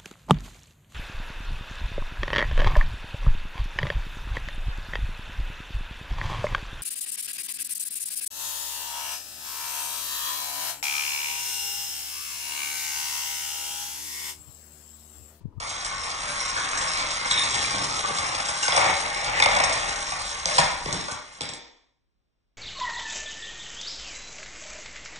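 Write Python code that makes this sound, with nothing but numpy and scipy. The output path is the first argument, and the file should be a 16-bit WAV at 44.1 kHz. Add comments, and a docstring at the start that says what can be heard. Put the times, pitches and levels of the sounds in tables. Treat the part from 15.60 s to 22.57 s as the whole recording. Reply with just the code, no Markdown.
"""Hard wheels rumble along a plastic track and clack over its joints: two die-cast toy cars race indoors.
Each roars through a loop and crashes into the finish gate; one tumbles on, drops back on its wheels,
and the laminate-floored living room falls silent. Rolling is a stream of random taps and a knock is a
burst of contacts; both excite banks of damped resonances. Diffuse, decaying noise gives the echo, and
filtered noise the still room and the handling rumble."""
import sys
import numpy as np
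from scipy import signal
from scipy.fft import rfft, irfft, next_fast_len
from scipy.io import wavfile

SR = 44100
rng = np.random.default_rng(int(sys.argv[2]) if len(sys.argv) > 2 else 0)


def file_out(sig):
    """Save sig as 16-bit WAV at sys.argv[1]."""
    # one column per channel
    cols = np.atleast_2d(sig).T
    # limit, then scale
    lim = np.clip(cols, -1, 1)
    pcm = np.round(lim * 32767).astype(np.int16)
    wavfile.write(sys.argv[1], SR, pcm)


N = 307377
TIME = np.arange(N) / SR

# Resonances: (frequency [Hz], bandwidth [Hz], level [dB])
FLOOR = [(72, 32, 1.5), (120, 38, 3), (156, 53, 2), (212, 78, -2.5), (287, 79, -5), (468, 55, -5)]
# track base: (frequency [Hz], bandwidth [Hz], level [dB])
BASE = [(501.5, 48, -4), (586.5, 56, 1.5), (673, 110, 0), (793, 104, 3), (963, 79, 3)]
# running strip: (frequency [Hz], bandwidth [Hz], level [dB])
STRIP = [(1013.6, 40, 5), (1100, 199, 5.5), (1215, 470, 1), (1540, 210, -5)]
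# side rails: (frequency [Hz], bandwidth [Hz], level [dB])
RAILS = [(1718, 240, 1), (2048, 200, 3), (2186, 100, 4.5), (2320, 180, 2.5), (2565, 780, -3.5)]
# metal chassis: (frequency [Hz], bandwidth [Hz], level [dB])
CHASSIS = [(2975, 190, 0.63), (3490, 400, 3), (3676, 258, 5), (4100, 400, 2.8), (5202, 240, 6)]
# car sill: (frequency [Hz], bandwidth [Hz], level [dB])
SILL = [(3224, 290, -3), (3590, 640, 2), (3810, 240, 6)]
# axles: (frequency [Hz], bandwidth [Hz], level [dB])
AXLES = [(5164, 200, 4.5), (5760, 600, -2.5), (6377, 100, 7.5), (7130, 644, 1), (7553, 180, -2.5),
         (8530, 230, -2.5), (9497, 58, 6)]
# the hard contact itself: (frequency [Hz], bandwidth [Hz], level [dB])
CRACK = [(6900, 2700, 0.0076), (8600, 340, 0.0019)]
# hollow frame of the finish gate: (frequency [Hz], bandwidth [Hz], level [dB])
GATE_FRAME = [(129, 52, -4), (159, 28, 9.5), (240, 70, -8), (342.6, 68, -7.5)]
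# swinging flap of the gate: (frequency [Hz], bandwidth [Hz], level [dB])
FLAP = [(518, 61, -3.5), (607, 18, 5.5), (766, 60, -3.5), (917, 77, 2), (1170, 41, -2)]

# Rolling strength before each part's exponent: (time [s], level [dB])
ROLL = [(0, -3), (.3, -5), (.55, -3.5), (.8, -2.5), (1.3, -0.7), (1.62, -1.5), (2.2, -0.5), (2.65, -1.5),
        (2.95, -1), (3.1, 1.5), (3.45, -2.5), (4.3, -2), (4.8, -3.5), (5.0, 0), (5.15, -7), (5.48, -6.5),
        (5.62, -16.5), (5.79, -14.5)]
# plain rolling in each part: part -> level [dB]
ROLL_DB = dict(floor=-50, base=-41.5, strip=-38.5, rails=-39, chassis=-36, axles=-32)
# how steeply each part follows the rolling strength: part -> exponent [1]
ROLL_EXPONENT = dict(floor=0.87, base=1, strip=0.97, rails=1.2, chassis=1.39, axles=1.3)

# Stretches of firmer pressing, each followed by its drive into the parts.
# wheels graze the side rails: (start [s], length [s], level [dB], extra level in the rails [dB])
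GRAZES = [(1.26, 0.44, -1, -6.5), (1.822, 0.36, -2.5, -4), (3.68, .1, -3.5, 6.5), (4.857, 0.045, -8, 1.5)]
# part -> level [dB]
GRAZE_DB = dict(chassis=-38, rails=-35)
# cars come down the first straight: (start [s], length [s], level [dB])
STRAIGHTS = [(.25, .55, -6), (.85, .62, -7)]
# part -> level [dB]
STRAIGHT_DB = dict(floor=-50.5, strip=-38, rails=-39.5)
# a chassis scrapes along the rail of the bend: (start [s], length [s], level [dB])
SCRAPES = [(1.698, 0.062, -3), (1.765, 0.032, -1), (1.81, 0.098, -7.5)]
# part -> level [dB]
SCRAPE_DB = dict(rails=-33, sill=-34, axles=-29.5)
# the bend drums on the floor under each car: (start [s], length [s], level [dB])
BENDS = [(1.72, 0.44, -2.5), (2.1, 0.48, -7)]
# part -> level [dB]
BEND_DB = dict(floor=-42.5, base=-41, strip=-40.5, chassis=-44.5)
# loops roar: (start [s], length [s], level [dB], extra level in the strip [dB])
LOOPS = [(3.156, 0.12, -1.5, 2.5), (3.392, 0.51, -6, 1), (3.866, 0.19, -2.5, -0.5), (4.06, 0.27, -11, -3.5)]
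# part -> level [dB]
LOOP_DB = dict(floor=-42, base=-30.5, rails=-31, chassis=-38)
# gate and flap shake after each car: (start [s], length [s], level [dB])
SHAKES = [(4.86, 0.13, -12), (4.985, .025, -11)]
# part -> level [dB]
SHAKE_DB = dict(floor=-42.5, base=-26.5, strip=-33, rails=-27.5, chassis=-28, axles=-33, flap=-25)
# the tumbling car scuffs along the floor: (start [s], length [s], level [dB])
SCUFFS = [(5.26, 0.11, 0)]
# part -> level [dB]
SCUFF_DB = dict(floor=-42.5, base=-50, chassis=-39)

# Knocks, each kind followed by its reach into the parts. Chatter times are stretched by each part's linger.
# wheels clack over joints: (time [s], level [dB], weight [dB], snap [dB])
JOINTS = [(.246, -1.5, 1, 1.5), (.804, -5, -8, 1), (.899, -14, -8, 2), (.964, -8.5, 11.5, -3),
          (1.173, -1, 2, 3.5), (1.222, -12, 5.5, 5), (1.284, -12, -4, 2), (1.381, -4, 1, -9),
          (1.506, -2.5, -15, 0.5), (1.657, -11, 1.5, 5), (1.907, -8.5, -4, 9), (1.942, 2.5, 1, -1),
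          (2.025, -2, 2.5, 2), (2.049, -9.5, 4.5, 1.5), (2.18, -3, -4, -6), (2.241, -1.5, -1, 0.5),
          (2.391, -3.5, 6, -1), (2.449, -16.5, 7, 1), (2.492, -14, 9, -1.5), (2.55, -6.5, 6.5, -2),
          (2.584, 1, 1.5, -3.5), (2.746, -1.5, 2.5, -6), (2.799, -2.5, 6, -3), (2.885, 0.5, 3.5, -1.5),
          (2.964, -8.5, 5.5, 2), (3.026, 0.5, 0, 4.5), (4.127, -2, 4.5, 3.5), (4.157, -1, 4, -17),
          (4.286, -5.5, -5.5, 3.5), (4.52, -8, 13, 1.5)]
# part -> level [dB]
JOINT_DB = dict(floor=-21.5, base=-11.5, strip=-10.5, rails=-11, chassis=-7, axles=-0.5, crack=-12)
# a car's flank strikes the rail of the bend: (time [s], level [dB], weight [dB])
RAIL_HITS = [(1.71, 0, -4)]
# part -> level [dB]
RAIL_HIT_DB = dict(floor=-13, base=-22, strip=1.5, rails=-5, chassis=0.5, sill=4.5, axles=-6, crack=-3)
# cars slap the hollow foot of the loops: (time [s], level [dB], weight [dB], snap [dB], chatter [s])
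SLAPS = [(3.080, 6, -0.5, -4, 0.0011), (3.122, 1.5, 1, -11.5, 0.0028), (3.145, -6.5, 11, -3.5, 0.0036),
         (3.163, 5.5, 2, 4, 0.0018), (3.175, 3, 8.5, -1, 0.0014), (3.194, -7.5, 11, 1, 0.0028),
         (3.213, -7, 8.5, 0, 0.00088), (3.235, -10, 7, 1, .002), (3.256, -8.5, 7.5, 5, 0.0018),
         (3.264, -4, 5, 3.5, 0.00079), (3.293, -6.5, 10.5, -1, .0015), (3.799, 3, 3.5, -2, 0.0015),
         (3.823, 9, -2.5, -6, 0.0025), (3.837, 3.5, -2.5, -2.5, 0.0014), (3.859, 4, 5.5, -2.5, 0.00057),
         (3.886, -3, 4.5, -2.5, 0.00092), (3.944, -14, 7, 0, 0.0016), (3.965, 0, 9, 1.5, 0.0044),
         (3.988, -10, 7.5, 1, 0.0024), (4.0, -2, 10.5, 1, 0.0026), (4.037, -0.5, 3.5, 8, 0.0028),
         (4.055, -10, 1, 1, 0.0053), (4.092, -6, 9, 0, 0.0036), (4.182, -14, 8.5, -2.5, 0.0015)]
# part -> level [dB]
SLAP_DB = dict(floor=-22.5, base=-4, strip=-6.5, rails=-8.5, chassis=-6, axles=-3, crack=-17)
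# cars slam into the gate: (time [s], level [dB], weight [dB], snap [dB], chatter [s])
GATE_BLOWS = [(4.856, 1, -5, 3.5, 0.00029), (4.953, -9, -5.5, -6, .002), (4.982, 6, 1, -0.5, 0.0011),
              (4.986, -3.5, 9.5, -0.5, .0008), (4.991, -2, 6, 0.5, 0.00069), (4.997, -4.5, 0.5, 5, .0015)]
# part -> level [dB]
GATE_BLOW_DB = dict(floor=-17, base=0, strip=-5.5, rails=-5, chassis=0, axles=0, crack=-14.5, frame=-10, flap=-4.5)
# a car tumbles and drops on its wheels: (time [s], level [dB], weight [dB], snap [dB], chatter [s])
TUMBLES = [(5.132, -8, -6, -4, .002), (5.21, -17.5, 4, 2, .001), (5.257, -5.5, 5, -6, 0.0013),
           (5.282, -22, 14, 0, 0.0027), (5.326, -1.5, -6.5, 7, 0.0011), (5.342, -6, 1, 1, 0.0016),
           (5.41, -10.5, -1, 1, .001), (5.512, -9.5, 1.5, 7.5, 0.003), (5.52, -9.5, -2, 3.5, .001),
           (5.808, -0.5, -2.5, -2, 0.00024), (5.816, -1.5, -10, -2, 0.0016), (5.831, -8, 1, -10, 0.0014),
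           (5.854, -9.5, -6, -3, 0.0023), (5.889, -7, -3, 1, 0.0016), (5.935, -9, -3.5, 3.5, 0.0011)]
# part -> level [dB]
TUMBLE_DB = dict(floor=-7.5, base=-8.5, strip=-12, rails=-7.5, chassis=-5, axles=-4.5, crack=-10.5)
# the second car bounces between the gate's posts: (time [s], level [dB])
REBOUNDS = [(5.003, -2.5), (5.011, -4), (5.020, -10.5), (5.033, -6)]
# part -> level [dB]
REBOUND_DB = dict(base=-3, strip=-4.5, rails=-1.5, chassis=-4, axles=-7.5)
# the gate rocks and thuds on the floor: (time [s], level [dB])
THUDS = [(5.031, 0.5), (5.26, -4), (5.335, -7.5), (5.347, 1), (5.369, -7.5)]
# part -> level [dB]
THUD_DB = dict(floor=-9, frame=-10.5)
# the flap swings against its stop: (time [s], level [dB])
FLAP_KNOCKS = [(5.029, 6.5), (5.285, 2.5), (5.335, 1), (5.482, 1.5), (5.497, -7.5), (5.52, -17)]
# part -> level [dB]
FLAP_KNOCK_DB = dict(flap=-7, strip=-9.5)
# glancing touches, each exciting one resonance: (time [s], frequency [Hz], level [dB], T60 [s])
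PINGS = [(.802, 5680, -16.5, 0.022), (.900, 5850, -22, 0.016), (.965, 1600, -16, 0.02),
         (1.741, 5370, -16, 0.013), (1.777, 3680, -13, 0.026), (2.046, 2360, -19, 0.04),
         (2.391, 3820, -20, 0.014), (2.448, 1180, -17, 0.043), (2.549, 1250, -27, 0.028),
         (3.031, 1540, -17.5, 0.035), (3.031, 2820, -16, .025), (3.122, 3410, -14, .02),
         (3.8, 1950, -12.5, .016), (3.802, 2380, -9, 0.02), (3.824, 2176, -6, 0.034),
         (3.824, 3560, -14, .025)]

# Direct gain; values above zero lower the echo by as much again: (time [s], level [dB])
NEARNESS = [(0, 0), (2.9, 2), (3.08, 0), (3.4, 2), (3.7, -2), (3.82, 3), (4.05, 2), (4.4, 1), (4.85, 0.5),
            (5.0, 2), (5.15, 2), (5.35, 0.5), (6.97, -1)]
# reverberation time: (frequency [Hz], T60 [s])
ROOM_T60 = [(140, 0.27), (280, 0.67), (700, 0.71), (1800, 0.63), (4800, 0.62), (9500, 0.12)]
# echo against direct sound, before nearness: (frequency [Hz], level [dB])
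ROOM_DB = [(60, -9), (250, 2.5), (700, 0), (2000, 5), (5000, -2), (9500, -3)]
# likeness of the echo at the two ports: (frequency [Hz], correlation [1])
LIKENESS = [(60, 0.77), (150, 0.099), (350, 0), (1000, 0.49), (3000, 0)]
# spectral shape of the still room: (frequency [Hz], relative level per Hz [dB])
QUIET = [(15, -33), (25, -8), (53, -0.5), (92, -9.5), (383, -16.5), (424, -19.5), (1810, -28.5),
         (4350, -31.5), (5590, -34), (9950, -45), (12900, -61), (21900, -120)]
# low handling rumble: (time [s], level [dB])
HANDLING = [(0, -52), (1.5, -48.5), (2.6, -53), (3.2, -55.5), (3.9, -45.5), (4.6, -49), (5.3, -44),
            (5.7, -64.5), (5.85, -57), (6.3, -83), (6.97, -84)]
# sensitivity of the left port over the right: (frequency [Hz], level [dB])
LEFT_DB = [(60, 0), (150, 0.5), (500, 1), (1000, 2), (2000, 1.5), (3000, -1.5)]

WHEEL_TURNS_PER_S = 48   # nominal; the rate drifts
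SURGE_DB, SURGES_PER_S = 1.5, 17   # the wheels press now harder, now softer on the uneven track
SPOTS_PER_S = 11   # how often the cars reach a piece of track that rings differently
RATTLE_SHARE, LOOP_RATTLE_SHARE = .32, .55   # share of the rolling power in separate clacks
FINISH_S, OFF_TRACK_FADE_S, OFF_TRACK_DB = 5.06, .12, -5.5   # cars leave the track
JOINT_CHATTER_S, RAIL_CHATTER_S, GATE_CHATTER_S, THUD_CHATTER_S = 0.005, 0.0032, 0.0017, 0.0023
LOOP_STRIP_DB = -39.5
ECHO_BUILD_S, ECHO_END_S = .009, 0.58   # the last of the echo drops away quickly
QUIET_DB = -77
PORT_LAG_S, CUTOFF_HZ = .000438, 9850


def cars():
    """Forced vibration: rolling and knocks drive the floor, the track, the gate and the cars' own metal."""
    roll = roll_strengths()
    wheels = rattling(wheel_taps(per_s=1100, spread_db=2.0, wobble_db=5.0, turn_db=3))
    loose_axles = rattling(wheel_taps(per_s=1500, spread_db=2.5, wobble_db=3.5, turn_db=1.0))
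    return (sounding("floor", FLOOR, roll["floor"] * wheels, linger=0.92, first=0.88, wander=0.063)
            + sounding("base", BASE, roll["base"] * wheels, linger=1.8, first=0.64, wander=0.043)
            + sounding("strip", STRIP, roll["strip"] * wheels, linger=1.0, first=0.91, wander=.045)
            + sounding("rails", RAILS, roll["rails"] * wheels, linger=3.5, first=1.0, wander=0.036)
            + sounding("chassis", CHASSIS, roll["chassis"] * loose_axles, linger=1.9, first=0.7, wander=0.036)
            + sounding("sill", SILL, roll["sill"] * loose_axles, linger=1.5, first=0.7, wander=0.031)
            + sounding("axles", AXLES, roll["axles"] * loose_axles, linger=3.8, first=0.45, wander=0.0065)
            + sounding("crack", CRACK, None, linger=0.9, first=0.36, wander=.02)
            + sounding("frame", GATE_FRAME, None, linger=1.9, first=0.95, wander=0.027)
            + sounding("flap", FLAP, roll["flap"] * wheels, linger=1.7, first=2.6, wander=0.0093)
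            + pings())


def wheel_taps(per_s, spread_db, wobble_db, turn_db):
    """Random impulse excitation: many tiny taps, bunched once in each turn of a crooked wheel."""
    signs = rng.choice([-1, 1], N)
    sizes = from_db(spread_db * np.minimum(rng.exponential(1, N), 4)) * signs
    turns = np.cumsum(WHEEL_TURNS_PER_S * np.exp(.3 * drift(14))) / SR
    surge_db = SURGE_DB * np.tanh(drift(SURGES_PER_S))
    fast_wobble_db = wobble_db * np.tanh(drift(70))
    flurry_db = surge_db + fast_wobble_db + turn_db * np.cos(2 * np.pi * turns)
    tapped = rng.random(N) < per_s / SR
    return rms_one(sizes * tapped * from_db(flurry_db))


def rattling(taps):
    """Power sharing: part of the rolling comes as clacks of the loose bodies, most of all in the loops."""
    in_loop = np.minimum(pressing(without_extra(LOOPS), attack_s=.1, release_s=0.056), 1)
    share = RATTLE_SHARE + (LOOP_RATTLE_SHARE - RATTLE_SHARE) * in_loop
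    clacks = wheel_taps(per_s=140, spread_db=1.5, wobble_db=1.5, turn_db=3)
    return np.sqrt(1 - share) * taps + np.sqrt(share) * clacks


def roll_strengths():
    """Power addition: plain rolling and the stretches of firmer pressing add as powers in each part."""
    roll, = in_time(ROLL)
    power = {part: (from_db(db) * roll ** ROLL_EXPONENT[part]) ** 2 for part, db in ROLL_DB.items()}
    on_track = from_db(OFF_TRACK_DB * np.clip((TIME - FINISH_S) / OFF_TRACK_FADE_S, 0, 1))
    for part in ("base", "strip"):
        power[part] = power[part] * on_track ** 2
    graze_chassis, graze_rails = dict(chassis=GRAZE_DB["chassis"]), dict(rails=GRAZE_DB["rails"])
    stretches = ((pressing(without_extra(GRAZES), attack_s=.07, release_s=0.035), graze_chassis),
                 (pressing(with_extra(GRAZES), attack_s=0.051, release_s=.02), graze_rails),
                 (pressing(STRAIGHTS, attack_s=0.03, release_s=0.21), STRAIGHT_DB),
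                 (pressing(SCRAPES, attack_s=0.0068, release_s=0.012), SCRAPE_DB),
                 (pressing(BENDS, attack_s=0.059, release_s=0.093), BEND_DB),
                 (pressing(without_extra(LOOPS), attack_s=0.072, release_s=.06), LOOP_DB),
                 (pressing(with_extra(LOOPS), attack_s=0.057, release_s=.05), dict(strip=LOOP_STRIP_DB)),
                 (pressing(SHAKES, attack_s=0.0033, release_s=0.011), SHAKE_DB),
                 (pressing(SCUFFS, attack_s=0.067, release_s=0.024), SCUFF_DB))
    for swell, reach_db in stretches:
        for part, db in reach_db.items():
            power[part] = power.get(part, 0) + (from_db(db) * swell) ** 2
    return {part: np.sqrt(p) for part, p in power.items()}


def pressing(rows, attack_s, release_s):
    """Contact-force envelope: a linear rise from the start; exponential decay once the length has passed."""
    total = 0
    for s, length, db in rows:
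        rise = np.clip((TIME - s) / attack_s, 0, 1)
        decay = np.exp(-np.maximum(TIME - s - length, 0) / release_s)
        total = total + from_db(db) * rise * decay
    return total


def without_extra(rows):
    """Common drive: the stretches at their base level."""
    return [row[:3] for row in rows]


def with_extra(rows):
    """Selective drive: the stretches with their extra level [dB] added."""
    return [(s, length, db + extra_db) for s, length, db, extra_db in rows]


def sounding(part, modes, rolling, linger, first, wander, count=5):
    """Convolution with a modal response that changes from spot to spot.
    Each knock is one sharp contact and a dying chatter of small rebounds."""
    answers = [answer(modes, wander) for _ in range(count)]
    out, t = np.zeros(N + SR), TIME[:SR // 20]
    if rolling is not None:
        spot = (TIME * SPOTS_PER_S).astype(int) % count
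        for k, tone in enumerate(answers):
            out[:N] += signal.oaconvolve(rolling * (spot == k), tone)[:N]
    for k, (s, db, chatter_s) in enumerate(knocks_on(part)):
        contacts = rng.choice([-1, 1], len(t)) * (rng.random(len(t)) < 6000 / SR)
        rebounds = contacts * np.exp(-t / (linger * chatter_s))
        blow = rebounds / (np.linalg.norm(rebounds) + 1e-9)
        blow[0] += first * np.sqrt(0.00072 / chatter_s)   # a short knock is mostly its first contact
        knock = signal.fftconvolve(blow, answers[k % count])
        at = round(s * SR)
        out[at:at + len(knock)] += from_db(db) * knock / np.linalg.norm(knock)
    return out[:N]


def answer(modes, wander):
    """Modal superposition: damped cosines, each a little off its usual pitch, scaled to unit energy."""
    t = TIME[:SR // 8]
    shifts = 1 + wander * rng.uniform(-1.4, 1, len(modes))
    tone = 0
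    for k, (hz, width, db) in enumerate(modes):
        ring = np.exp(-np.pi * width * t) * np.cos(2 * np.pi * hz * shifts[k] * t)
        tone = tone + from_db(db) * width * ring * (-1) ** k
    tone = butter(tone, [1.002 * modes[0][0], min(1.103 * modes[-1][0], .45 * SR)], "band")
    return tone / np.linalg.norm(tone)


def knocks_on(part):
    """Impact transmission: all knocks that reach one part, as (time [s], level [dB], chatter [s])."""
    kinds = ((JOINTS, JOINT_DB, JOINT_CHATTER_S), (RAIL_HITS, RAIL_HIT_DB, RAIL_CHATTER_S),
             (SLAPS, SLAP_DB, None), (GATE_BLOWS, GATE_BLOW_DB, None), (TUMBLES, TUMBLE_DB, None),
             (REBOUNDS, REBOUND_DB, GATE_CHATTER_S), (THUDS, THUD_DB, THUD_CHATTER_S),
             (FLAP_KNOCKS, FLAP_KNOCK_DB, GATE_CHATTER_S))
    felt = []
    for rows, reach_db, usual_s in kinds:
        if part in reach_db:
            for row in rows:
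                s, db, chatter_s = as_felt(part, *row)
                felt.append((s, db + reach_db[part], chatter_s or usual_s))
    return felt


def as_felt(part, s, db, weight_db=0, snap_db=0, chatter_s=None):
    """Force division: weight drives track, floor and gate; snap drives the axles and the hard contact."""
    if part in ("axles", "crack"):
        extra_db = snap_db
    elif part in ("chassis", "sill"):
        extra_db = 0
    else:
        extra_db = weight_db
    return s, db + extra_db, chatter_s


def pings():
    """Free decay of a single mode: short ringing tones of a car's shell or a rail."""
    out, t = np.zeros(N), TIME[:SR // 10]
    onset = 1 - np.exp(-t / .0007)
    for s, hz, db, t60 in PINGS:
        at = round(s * SR)
        out[at:at + len(t)] += from_db(db - 60 * t / t60) * np.sin(2 * np.pi * hz * t) * onset
    return out


def room(x, count=8, size=8192):
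    """Time-varying reverberation: as cars and microphone move, short overlapping stretches of sound
    meet different echo patterns in rotation."""
    patterns = [echoes() for _ in range(count)]
    out, padded = np.zeros((2, N + 2 * SR)), np.pad(x, size)
    window = np.sin(np.pi * np.arange(size) / size)   # squared windows sum to one at half overlap
    for k, at in enumerate(range(0, N + size, size // 2)):
        stretch = padded[at:at + size] * window
        wet = signal.fftconvolve(stretch[None], patterns[k % count], axes=1)
        out[:, at:at + wet.shape[1]] += wet
    return out[:, size:size + N]


def echoes():
    """Diffuse-field decay: the room's answer at two ports for one position, dying band by band."""
    t, echo = TIME[:SR * 3 // 4], 0
    edges = np.geomspace(40, 12000, 11)
    white = rng.standard_normal((2, 2, len(t)))   # neighbouring bands get unrelated noise
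    for k, (low, high) in enumerate(zip(edges, edges[1:])):
        hz = np.sqrt(low * high)
        mid, side = butter(white[k % 2], [low, high], "band", order=3)
        alike, t60 = np.clip(at_hz(LIKENESS, hz), -1, 1), at_hz(ROOM_T60, hz)
        build = 1 - np.exp(-t / ECHO_BUILD_S)
        fade = from_db(-60 * t / t60) * build / (1 + (t / ECHO_END_S) ** 10)
        pair = np.sqrt((1 + alike) / 2) * mid + np.sqrt((1 - alike) / 2) * side * [[1], [-1]]
        echo = echo + from_db(at_hz(ROOM_DB, hz)) * pair * fade / np.linalg.norm(fade)
    return echo


def background():
    """Filtered noise: a faint still room, and a low rumble while the microphone is carried after the cars."""
    hz = np.fft.rfftfreq(N, 1 / SR)
    spectrum = rfft(rng.standard_normal((2, N))) * from_db(at_hz(QUIET, hz))
    quiet = rms_one(irfft(spectrum, N))
    carried, = in_time(HANDLING)
    mid, side = rms_one(butter(rng.standard_normal((2, N)), [24, 56], "band"))
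    rumble = mid + from_db(-11.5) * side * [[1], [-1]]
    return from_db(QUIET_DB) * quiet + carried * rumble


def from_db(db):
    """Decibel law: amplitude ratio of a level."""
    return 10 ** (np.asarray(db) / 20)


def rms_one(x):
    """Power normalization to an RMS of one."""
    return x / np.sqrt(np.mean(x ** 2) + 1e-20)


def at_hz(points, hz):
    """Logarithmic pitch scale: interpolate a table on a log-frequency axis."""
    table = np.array(points)
    return np.interp(np.log(hz + 1e-3), np.log(table[:, 0]), table[:, 1])


def in_time(rows):
    """Level interpolation: gain curves from (time [s], level [dB], ..), -120 dB after the last row."""
    s, *columns = np.transpose(rows)
    return [from_db(np.interp(TIME, s, c, right=-120)) for c in columns]


def butter(x, hz, kind, order=2):
    """Maximally flat filtering."""
    return signal.sosfilt(signal.butter(order, hz, kind, fs=SR, output="sos"), x)


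def drift(per_s):
    """Slow random fluctuation: straight lines between chance values, RMS one."""
    knots = rng.standard_normal(4000)
    return rms_one(np.interp(TIME * per_s, np.arange(len(knots)), knots))


def scene():
    """Superposition of direct sound, reverberation and background at two ports."""
    near, = in_time(NEARNESS)
    race = cars()
    direct = race * near
    # the race runs mostly to the right, so it reaches the left port a little later
    left = np.interp(TIME - .0003, TIME, direct)
    return np.array([left, direct]) + room(race / np.maximum(near, 1)) + background()


def record(dry):
    """Coherent phase spread: above about 3 kHz the left port takes mostly an inverted, slightly delayed copy of
    the right, then a top narrowed to near mono, soft saturation of peaks and a steep low-pass."""
    size = next_fast_len(N + SR // 10)
    hz = np.fft.rfftfreq(size, 1 / SR)
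    # half of the sensitivity difference goes to each port
    ports = rfft(dry, size) * from_db(at_hz(LEFT_DB, hz) * [[.5], [-.5]])
    delayed = -ports[1] * np.exp(-2j * np.pi * hz * PORT_LAG_S)
    share = .96 / (1 + (3150 / (hz + 1)) ** 24)   # power share of the delayed right port in the left
    left = np.sqrt(1 - share) * ports[0] + np.sqrt(share) * delayed
    width = at_hz([(5500, 1), (5900, 0.18)], hz)
    mid, side = (left + ports[1]) / 2, width * (left - ports[1]) / 2
    out = irfft(np.array([mid + side, mid - side]), size)[:, :N]
    out = .8 * np.tanh(out / .8)
    return signal.sosfilt(signal.ellip(10, .5, 75, CUTOFF_HZ, fs=SR, output="sos"), out)


dry = scene()
out = record(dry)
file_out(out)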